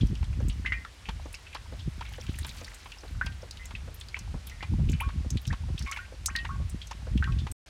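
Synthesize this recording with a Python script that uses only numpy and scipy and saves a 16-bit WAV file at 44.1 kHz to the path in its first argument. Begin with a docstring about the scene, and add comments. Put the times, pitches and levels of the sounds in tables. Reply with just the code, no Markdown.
"""Outdoors, cooking oil glugs out of a bottle in pulses and lands in a wide metal pan.
Trapped air bubbles are decaying sines, many gliding upward, that set the pan's resonances ringing.
Slugs slap down as noise bursts with rising plops, droplets tick and fizz, and the bottle gulps air.
Low noise makes the wind buffeting the microphone, over a faint hiss. Near the end the sound cuts out briefly."""
import sys
import numpy as np
from scipy import signal
from scipy.fft import rfft, irfft, next_fast_len
from scipy.io import wavfile
from scipy.ndimage import uniform_filter1d

SR = 44100
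rng = np.random.default_rng(int(sys.argv[2]) if len(sys.argv) > 2 else 0)


def file_out(sig):
    """Save sig as 16-bit WAV at sys.argv[1]."""
    # one column per channel
    cols = np.atleast_2d(sig).T
    # limit, then scale
    lim = np.clip(cols, -1, 1)
    pcm = np.round(lim * 32767).astype(np.int16)
    wavfile.write(sys.argv[1], SR, pcm)


N = 339215  # length of the scene in samples


def undb(db):
    """Turn decibels into an amplitude factor."""
    return 10 ** (np.asarray(db) / 20)


def level(x, db):
    """Scale x so that its RMS (average strength) is db."""
    return x * undb(db) / np.sqrt(np.mean(x ** 2))


def band(x, lo_hz, hi_hz, order=2):
    """Keep only the pitches between two limits."""
    limits = [lo_hz, min(hi_hz, .45 * SR)]
    return signal.sosfilt(signal.butter(order, limits, "bandpass", fs=SR, output="sos"), x)


def add(out, s, x):
    """Mix x into out from time s on."""
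    i = int(s * SR)
    out[i:i + len(x)] += x[:len(out) - i]


def wander(length, rate):
    """Random values, rate of them per second, joined by smooth slopes."""
    hold = int(SR / rate)
    steps = np.repeat(rng.standard_normal(length // hold + 1), hold)
    return uniform_filter1d(steps, hold)[:length]


def walk(rate):
    """A random wander as long as the scene."""
    return wander(N, rate)


def chirp(db, hz, t60, octaves, attack_s=0.00022, bend=1.01, burst=2.26, life=np.inf):
    """A sine that fades 60 dB in t60 while its pitch glides by the given octaves; bend delays the glide."""
    t = np.arange(int(max(t60, .005) * SR)) / SR
    pitch = np.minimum(hz * 2 ** (octaves * (t / t60) ** bend), .4 * SR)
    cycles = np.cumsum(pitch) / SR
    # a bubble bursts once its pitch has climbed by the factor burst or its life in cycles is used up
    bursting = (pitch / (burst * hz)) ** 6 + (cycles / life) ** 8
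    alive = (1 - np.exp(-t / attack_s)) / (1 + bursting)
    return undb(db - 60 * t / t60) * alive * np.sin(2 * np.pi * cycles)


def rough(x, depth_db=3, rate=500):
    """The torn oil surface makes a tone flutter in level."""
    return x * undb(depth_db * wander(len(x), rate))


def splash(db, hz, t60, wide, attack_s=0.00084):
    """A decaying noise burst from hz / wide to hz * wide."""
    t = np.arange(int(max(t60, .005) * SR)) / SR
    noise = level(band(rng.standard_normal(len(t)), hz / wide, hz * wide), db)
    return noise * undb(-60 * t / t60) * (1 - np.exp(-t / attack_s))


def eddies(lo_hz, hi_hz, db):
    """Swirling air as band noise, its loudness evened out over a few cycles."""
    x = band(rng.standard_normal(N), lo_hz, hi_hz)
    power = uniform_filter1d(x ** 2, int(1.6 * SR / lo_hz))
    return level(x / np.sqrt(power + 1e-12), db)


# Colour of the outdoor hiss: f/Hz, relative level/dB (per Hz)
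HISS_COLOUR = [(24, -50), (40, 11.5), (112, -11), (400, -13), (2380, -13.5), (4930, -17.5), (9450, -25.5),
               (14500, -40.5), (16000, -51.5)]
HISS_DB = -53  # RMS before the swelling


def air():
    """Distant outdoor hiss: noise coloured pitch by pitch, swelling a little."""
    hz, db = np.transpose(HISS_COLOUR)
    size = next_fast_len(N)
    bins_hz = np.maximum(np.arange(size // 2 + 1) * SR / size, 1)
    colour = undb(np.interp(np.log(bins_hz), np.log(hz), db))
    hiss = irfft(rfft(rng.standard_normal(size)) * colour, size)[:N]
    return level(hiss, HISS_DB) * undb(0.367 * walk(3.5))


# Slow strength of the wind on the microphone, before its flutter: t/s, level/dB
GUSTS = [(0, -36.5), (.7, -36.5), (.96, -56.5), (1.15, -35), (1.4, -54), (1.7, -42.5), (2.45, -36.5),
         (2.62, -48.5), (2.95, -54.5), (3.15, -35.5), (3.55, -47.5), (3.75, -37.5), (4.08, -48.5),
         (4.3, -34), (4.58, -47.5), (4.72, -29.5), (5.8, -47.5), (6.6, -36.5), (6.85, -45.5), (7.2, -27),
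         (7.5, -38), (7.69, -57)]
# Single buffets that stand out of the wind: start t/s, time until the fade t/s, level/dB
BUFFETS = [(.004, 0.0473, -23.5), (0.092, 0.045, -26), (0.201, 0.034, -24.5), (0.344, 0.07, -32.5),
           (0.417, 0.087, -27), (1.078, 0.017, -30.5), (1.845, 0.043, -31.5), (2.279, 0.013, -28),
           (2.393, 0.019, -30), (3.24, 0.055, -35), (4.335, 0.027, -30), (4.685, 0.057, -27.5),
           (4.773, 0.18, -27.5), (5.054, 0.019, -25), (5.143, 0.065, -28.5), (5.249, 0.018, -26),
           (5.306, 0.063, -27.5), (5.467, 0.071, -28), (5.594, 0.097, -33), (5.692, 0.0586, -30),
           (5.796, 0.056, -31), (6.579, 0.046, -30), (6.641, 0.029, -30.5), (6.708, 0.055, -33),
           (7.103, 0.073, -30), (7.142, 0.015, -19), (7.186, 0.025, -25.5), (7.284, 0.11, -28),
           (7.423, 0.029, -31)]
BUFFET_ATTACK_S, BUFFET_RELEASE_S, FLUTTER_DB = 0.011, 0.0068, 2.5


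def wind():
    """Low turbulence; harder gusts reach higher in pitch, in short thumps."""
    t = np.arange(N) / SR
    power = undb(np.interp(t, *np.transpose(GUSTS)) + FLUTTER_DB * walk(18)) ** 2
    for s, length, db in BUFFETS:
        shape = np.minimum((t - s) / BUFFET_ATTACK_S, (s + length - t) / BUFFET_RELEASE_S + 1)
        power = power + (undb(db) * np.clip(shape, 0, 1)) ** 2
    db = 10 * np.log10(power)
    force = db + 29.5  # dB above a firm wind
    thumps = np.clip(walk(45), -2, 1)
    low = eddies(43.3, 80.1, db=0.5)
    mid = eddies(85.2, 159.0, db=-10.0) * undb(0.96 * force + 4.9 * thumps)
    top = eddies(110, 410, db=-28.0) * undb(1.9 * force + 5 * thumps)
    # single eddies hit the microphone, about 30 a second and of random strength: round, heavy pulses
    hits = (rng.random(N) < 30 / SR) * rng.standard_normal(N)
    knocks = level(band(hits, 45, 158, order=1), -7.5) * undb(.5 * force)
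    return band(undb(db) * (low + mid + top + knocks), 35.6, 289, order=3)


# How thickly fine spatter flies, as a gain: t/s, level/dB
SPATTER = [(0, -61), (1.9, -60.5), (2.15, -51), (2.55, -47), (2.95, -56.5), (5.7, -72), (5.9, -46),
           (6.1, -66)]


def spatter():
    """Many faint droplets merging into a soft fizz; the highest are weak and brief."""
    out = np.zeros(N)
    for when, height, strength in rng.random((3000, 3)):
        drop = splash(9 * strength ** 5 - 6 * height, 1500 * 2 ** (3.1 * height),
                      t60=.05 - .025 * height, wide=1.5, attack_s=0.0031)
        add(out, when * N / SR, drop)
    # some droplets trap a tiny bubble that blips; the stronger ones rise more
    for when, height, strength in rng.random((600, 3)):
        blip = chirp(15 * strength ** 3, 1200 * 2 ** (2.4 * height), t60=.018, octaves=2 * strength - .5)
        add(out, when * N / SR, rough(blip))
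    return out * undb(np.interp(np.arange(N) / SR, *np.transpose(SPATTER)))


# Air bubbles in the oil: t/s, level/dB (before fading and flutter), start f/Hz,
# glide/octaves (per t60), drive to the pan level/dB (relative to the bubble)
BUBBLES = [(.0094, -32.5, 3280, 0.5, -3), (.498, -32.5, 3000, -0.5, -4), (0.648, -32.5, 1360, 7.5, -28),
           (.66, -21, 2058, 0.1, 2.5), (0.7213, -22, 1920, 1.1, 2), (1.056, -38.5, 2800, -1, 16.5),
           (1.467, -40, 2580, 0, 4), (1.529, -37, 2520, 0, 4), (1.792, -39, 3470, 1, 8),
           (2.0513, -40, 2280, -0.15, 9.5), (2.292, -38, 3450, -1, -2), (2.411, -47, 2350, -1, 6),
           (3.2125, -25.5, 1445, 1.5, -3), (3.5957, -54.5, 1960, 0.5, 20.5), (3.635, -50, 2400, -1, 19),
           (3.7515, -32, 2586, 0, -6), (4.144, -34, 2147, 1.4, 4.5), (4.498, -38, 2680, -1, 2),
           (4.515, -53.5, 1880, 1.3, 16.5), (4.607, -38, 2000, 1, 6.5), (4.889, -35, 2800, -0.94, 4.5),
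           (4.931, -37, 1980, 9.5, 0), (5.0012, -29, 2200, 2.5, -1.5), (5.009, -36, 810, 5, 6.5),
           (5.5035, -37, 1510, 4, -4), (5.778, -30, 3070, 2, -18), (5.863, -38, 2223, 0, 15.5),
           (5.87, -38, 1130, -0.5, 5), (5.913, -37.5, 1226, 1, 0.5), (5.921, -32.5, 1870, 7.5, 2),
           (5.962, -30.5, 2143, 0.94, -3), (5.989, -42.5, 1402, 1.5, 9), (6.049, -47.5, 1970, 2.5, -4.5),
           (6.2842, -32.5, 1168, 6.5, -3), (6.353, -25, 1840, 0.26, 1.5), (6.386, -31.5, 3010, -0.8, 0),
           (6.491, -37, 1083, 2.5, 4), (6.8163, -33, 3180, 1, -3.5), (7.225, -27, 1474, 1.3, -4),
           (7.275, -35, 1224, 0.5, 5.5), (7.3868, -34, 3550, 0, 6)]
BUBBLE_CYCLES, RISING_CYCLES = 75, 60.1  # cycles (at start pitch) in a t60; extra per octave of glide
LIFE_CYCLES = 65  # a bubble at the surface bursts after about this many cycles


def bubbles():
    """Trapped air rings as a gliding tone with a splash; returns the direct sound and the push on the pan."""
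    direct, drive = np.zeros(N), np.zeros(N)
    for s, db, hz, octaves, ring_db in BUBBLES:
        t60 = (BUBBLE_CYCLES + RISING_CYCLES * min(octaves, 1)) / hz
        tone = chirp(db, hz, t60, octaves, life=LIFE_CYCLES)
        add(direct, s, rough(tone, depth_db=4.5, rate=300))
        add(direct, s, splash(db - 9.0, hz * 1.01, t60=0.098, wide=1.35))
        add(drive, s, tone * undb(ring_db))
    return direct, drive


# Modes (ringing pitches) of the pan: f/Hz, relative level/dB
PAN_MODES = [(1104, 1), (1450, -6), (1570, -2), (1874, -1), (2050, -5.5), (2200, -9), (2410, -1), (2650, 0),
             (2770, -9.5), (2970, 4.5), (3240, 2.5), (3520, -5.5)]
PAN_T60_S = 0.35  # at 1 kHz; higher modes die sooner


def pan(drive):
    """The pan answers with the modes near the driving pitch: beating pairs, unevenly damped by sloshing oil."""
    out = 0
    for hz, db in PAN_MODES:
        slosh = undb(4.5 * walk(70))
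        t60 = PAN_T60_S * (1000 / hz) ** 0.59
        for twin_hz, twin_db in ((hz, db), (hz + 60, db - 14)):
            # one decaying spin per sample makes a resonator
            pole = np.exp(2j * np.pi * twin_hz / SR - np.log(1000) / (t60 * SR))
            ring = signal.lfilter([1], [1, -pole], drive).imag
            out = out + slosh * undb(twin_db) * ring
    return out


# Droplets and bursting films: t/s, level/dB (each part sits below it), centre f/Hz
TICKS = [(0.069, -38.5, 5530), (0.153, -32.5, 3100), (0.242, -34, 3820), (0.329, -36.5, 2190),
         (0.4839, -31, 7390), (0.849, -24.5, 1380), (1.0914, -30, 3200), (1.328, -36.5, 9100),
         (1.342, -27.5, 2490), (1.345, -29.5, 5030), (1.547, -30, 4470), (2.136, -31, 3000),
         (2.266, -32, 2980), (2.3874, -29.5, 8500), (2.4465, -27, 3350), (2.466, -33, 9550),
         (2.492, -27, 3980), (2.6455, -30, 4400), (2.7438, -35, 7640), (2.919, -27.5, 2730),
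         (3.261, -31.5, 4850), (3.265, -23, 2480), (3.322, -37, 3250), (3.5096, -27.5, 4750),
         (3.571, -34.5, 3550), (3.6552, -32, 7220), (3.9439, -36, 12200), (4, -39.5, 8000),
         (4.011, -29, 3650), (4.085, -34, 4500), (4.1898, -30.5, 6100), (4.4692, -31.5, 11550),
         (4.472, -34, 3370), (4.496, -37, 5270), (4.627, -36, 2730), (4.897, -32, 6640),
         (4.918, -31.5, 6530), (5.005, -29.5, 10970), (5.304, -24.5, 6120), (5.3717, -25.5, 3410),
         (5.416, -42, 13000), (5.453, -31, 2970), (5.468, -36, 6460), (5.4761, -28, 5250),
         (5.792, -27.5, 5340), (5.813, -35, 1700), (5.824, -31, 4970), (5.914, -23.5, 5980),
         (5.972, -27, 2300), (6.259, -12, 6020), (6.261, -18, 7840), (6.3615, -18.5, 4250),
         (6.452, -25, 1880), (6.696, -33, 8200), (6.871, -36, 6000), (6.9112, -32.5, 5100),
         (7.176, -27, 3050), (7.241, -26.5, 2560), (7.321, -32, 2670), (7.5155, -27.5, 8200)]


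def ticks():
    """Droplets: a short snap, a wet ring around each centre, a tiny bubble and a few scattered blips."""
    out = np.zeros(N)
    for (s, db, hz), blips in zip(TICKS, rng.random((len(TICKS), 3, 3))):
        for late, pitch, glide in blips:
            blip = chirp(db - 12.5 - 10 * late, hz * 2 ** (pitch - .5), t60=0.022, octaves=glide - .5)
            add(out, s + .03 * late, rough(blip))
        add(out, s, splash(db - 6.5, hz, t60=0.014, wide=1.81, attack_s=0.00053))  # snap
        add(out, s, splash(db - 11, hz, t60=0.055, wide=1.15, attack_s=0.0017))  # wet ring
        add(out, s, rough(chirp(db - 7.5, hz, t60=0.013, octaves=0.45)))  # tiny bubble
    return out


# Slugs of oil landing: t/s, slap level/dB (parts are set around it), plop level/dB (before fading)
SLUGS = [(0.227, -44, -50), (1.087, -33, -41), (1.549, -35, -33.5), (2.008, -36.5, -34),
         (2.447, -37.5, -51), (2.857, -41.5, -55), (3.263, -40.5, -43), (3.707, -42, -45.5),
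         (4.165, -39.5, -51), (4.626, -33.5, -41), (5.087, -41.5, -40), (5.526, -35, -36), (5.97, -39, -45),
         (6.447, -38, -39), (6.91, -39, -36), (7.467, -36.5, -57)]
PLOP_HZ, TAIL_DELAY_S, TAIL_DB = 881.4, 0.11, -5.5  # the thin tail of the slug lands a little later


def slugs():
    """Each slug slaps down and its hollow closes with a fast rising plop; returns direct sound and pan push."""
    direct, drive = np.zeros(N), np.zeros(N)
    for s, db, plop_db in SLUGS:
        # the glide starts late and then shoots up until the burst silences it
        plop = rough(chirp(plop_db, PLOP_HZ, t60=.14, octaves=270, attack_s=.003, bend=2.8, burst=4.5))
        add(direct, s, splash(db - 3.0, 410, t60=0.041, wide=3.2))
        add(direct, s, splash(db, 940, t60=0.058, wide=1.18, attack_s=0.0027))
        add(direct, s + TAIL_DELAY_S, splash(db + TAIL_DB, 830, t60=0.023, wide=1.2))
        add(direct, s, plop)
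        add(direct, s, splash(db + 1.0, 2090, t60=0.056, wide=1.65, attack_s=0.0016))
        add(drive, s, plop * undb(-16.0))
    return direct, drive


# The bottle gulps air: t/s, level/dB (parts are set around it)
GULPS = [(0.402, -43), (1.257, -44.5), (1.723, -43.5), (2.184, -44.5), (2.615, -44.5), (3.033, -42.5),
         (3.43, -44.5), (3.877, -45.5), (4.34, -42.5), (4.792, -47), (5.246, -48.5), (5.686, -47.5),
         (6.122, -47), (6.6, -51), (7.069, -43)]
GULP_HZ = 528


def bottle():
    """Each gulp is a dull knock sliding down in pitch, with a brighter wet smack and a low splash."""
    out = np.zeros(N)
    for s, db in GULPS:
        add(out, s, rough(chirp(db + 2.5, GULP_HZ, t60=0.052, octaves=-0.27, attack_s=0.00014)))
        add(out, s, splash(db - 3, 900, t60=.05, wide=1.8))
        add(out, s, splash(db, 374, t60=0.13, wide=1.96))
    return out


def scene():
    """Mix every source; bubbles and plops are heard directly and through the pan."""
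    bubble_sound, bubble_drive = bubbles()
    slug_sound, slug_drive = slugs()
    ringing = undb(-46.0) * pan(bubble_drive + slug_drive)
    oil = bubble_sound + slug_sound + ringing
    return (air() + wind() + spatter() + oil + ticks() + bottle())[None]


GAP_START_S, GAP_END_S = 7.523, 7.661
TOP_HZ = 16000


def record(dry):
    """A short gap of silence, then everything above TOP_HZ is cut steeply."""
    t = np.arange(N) / SR
    gap = (t > GAP_START_S) & (t < GAP_END_S)
    return signal.sosfilt(signal.ellip(10, .2, 80, TOP_HZ, fs=SR, output="sos"), dry * ~gap)


dry = scene()
out = record(dry)
file_out(out)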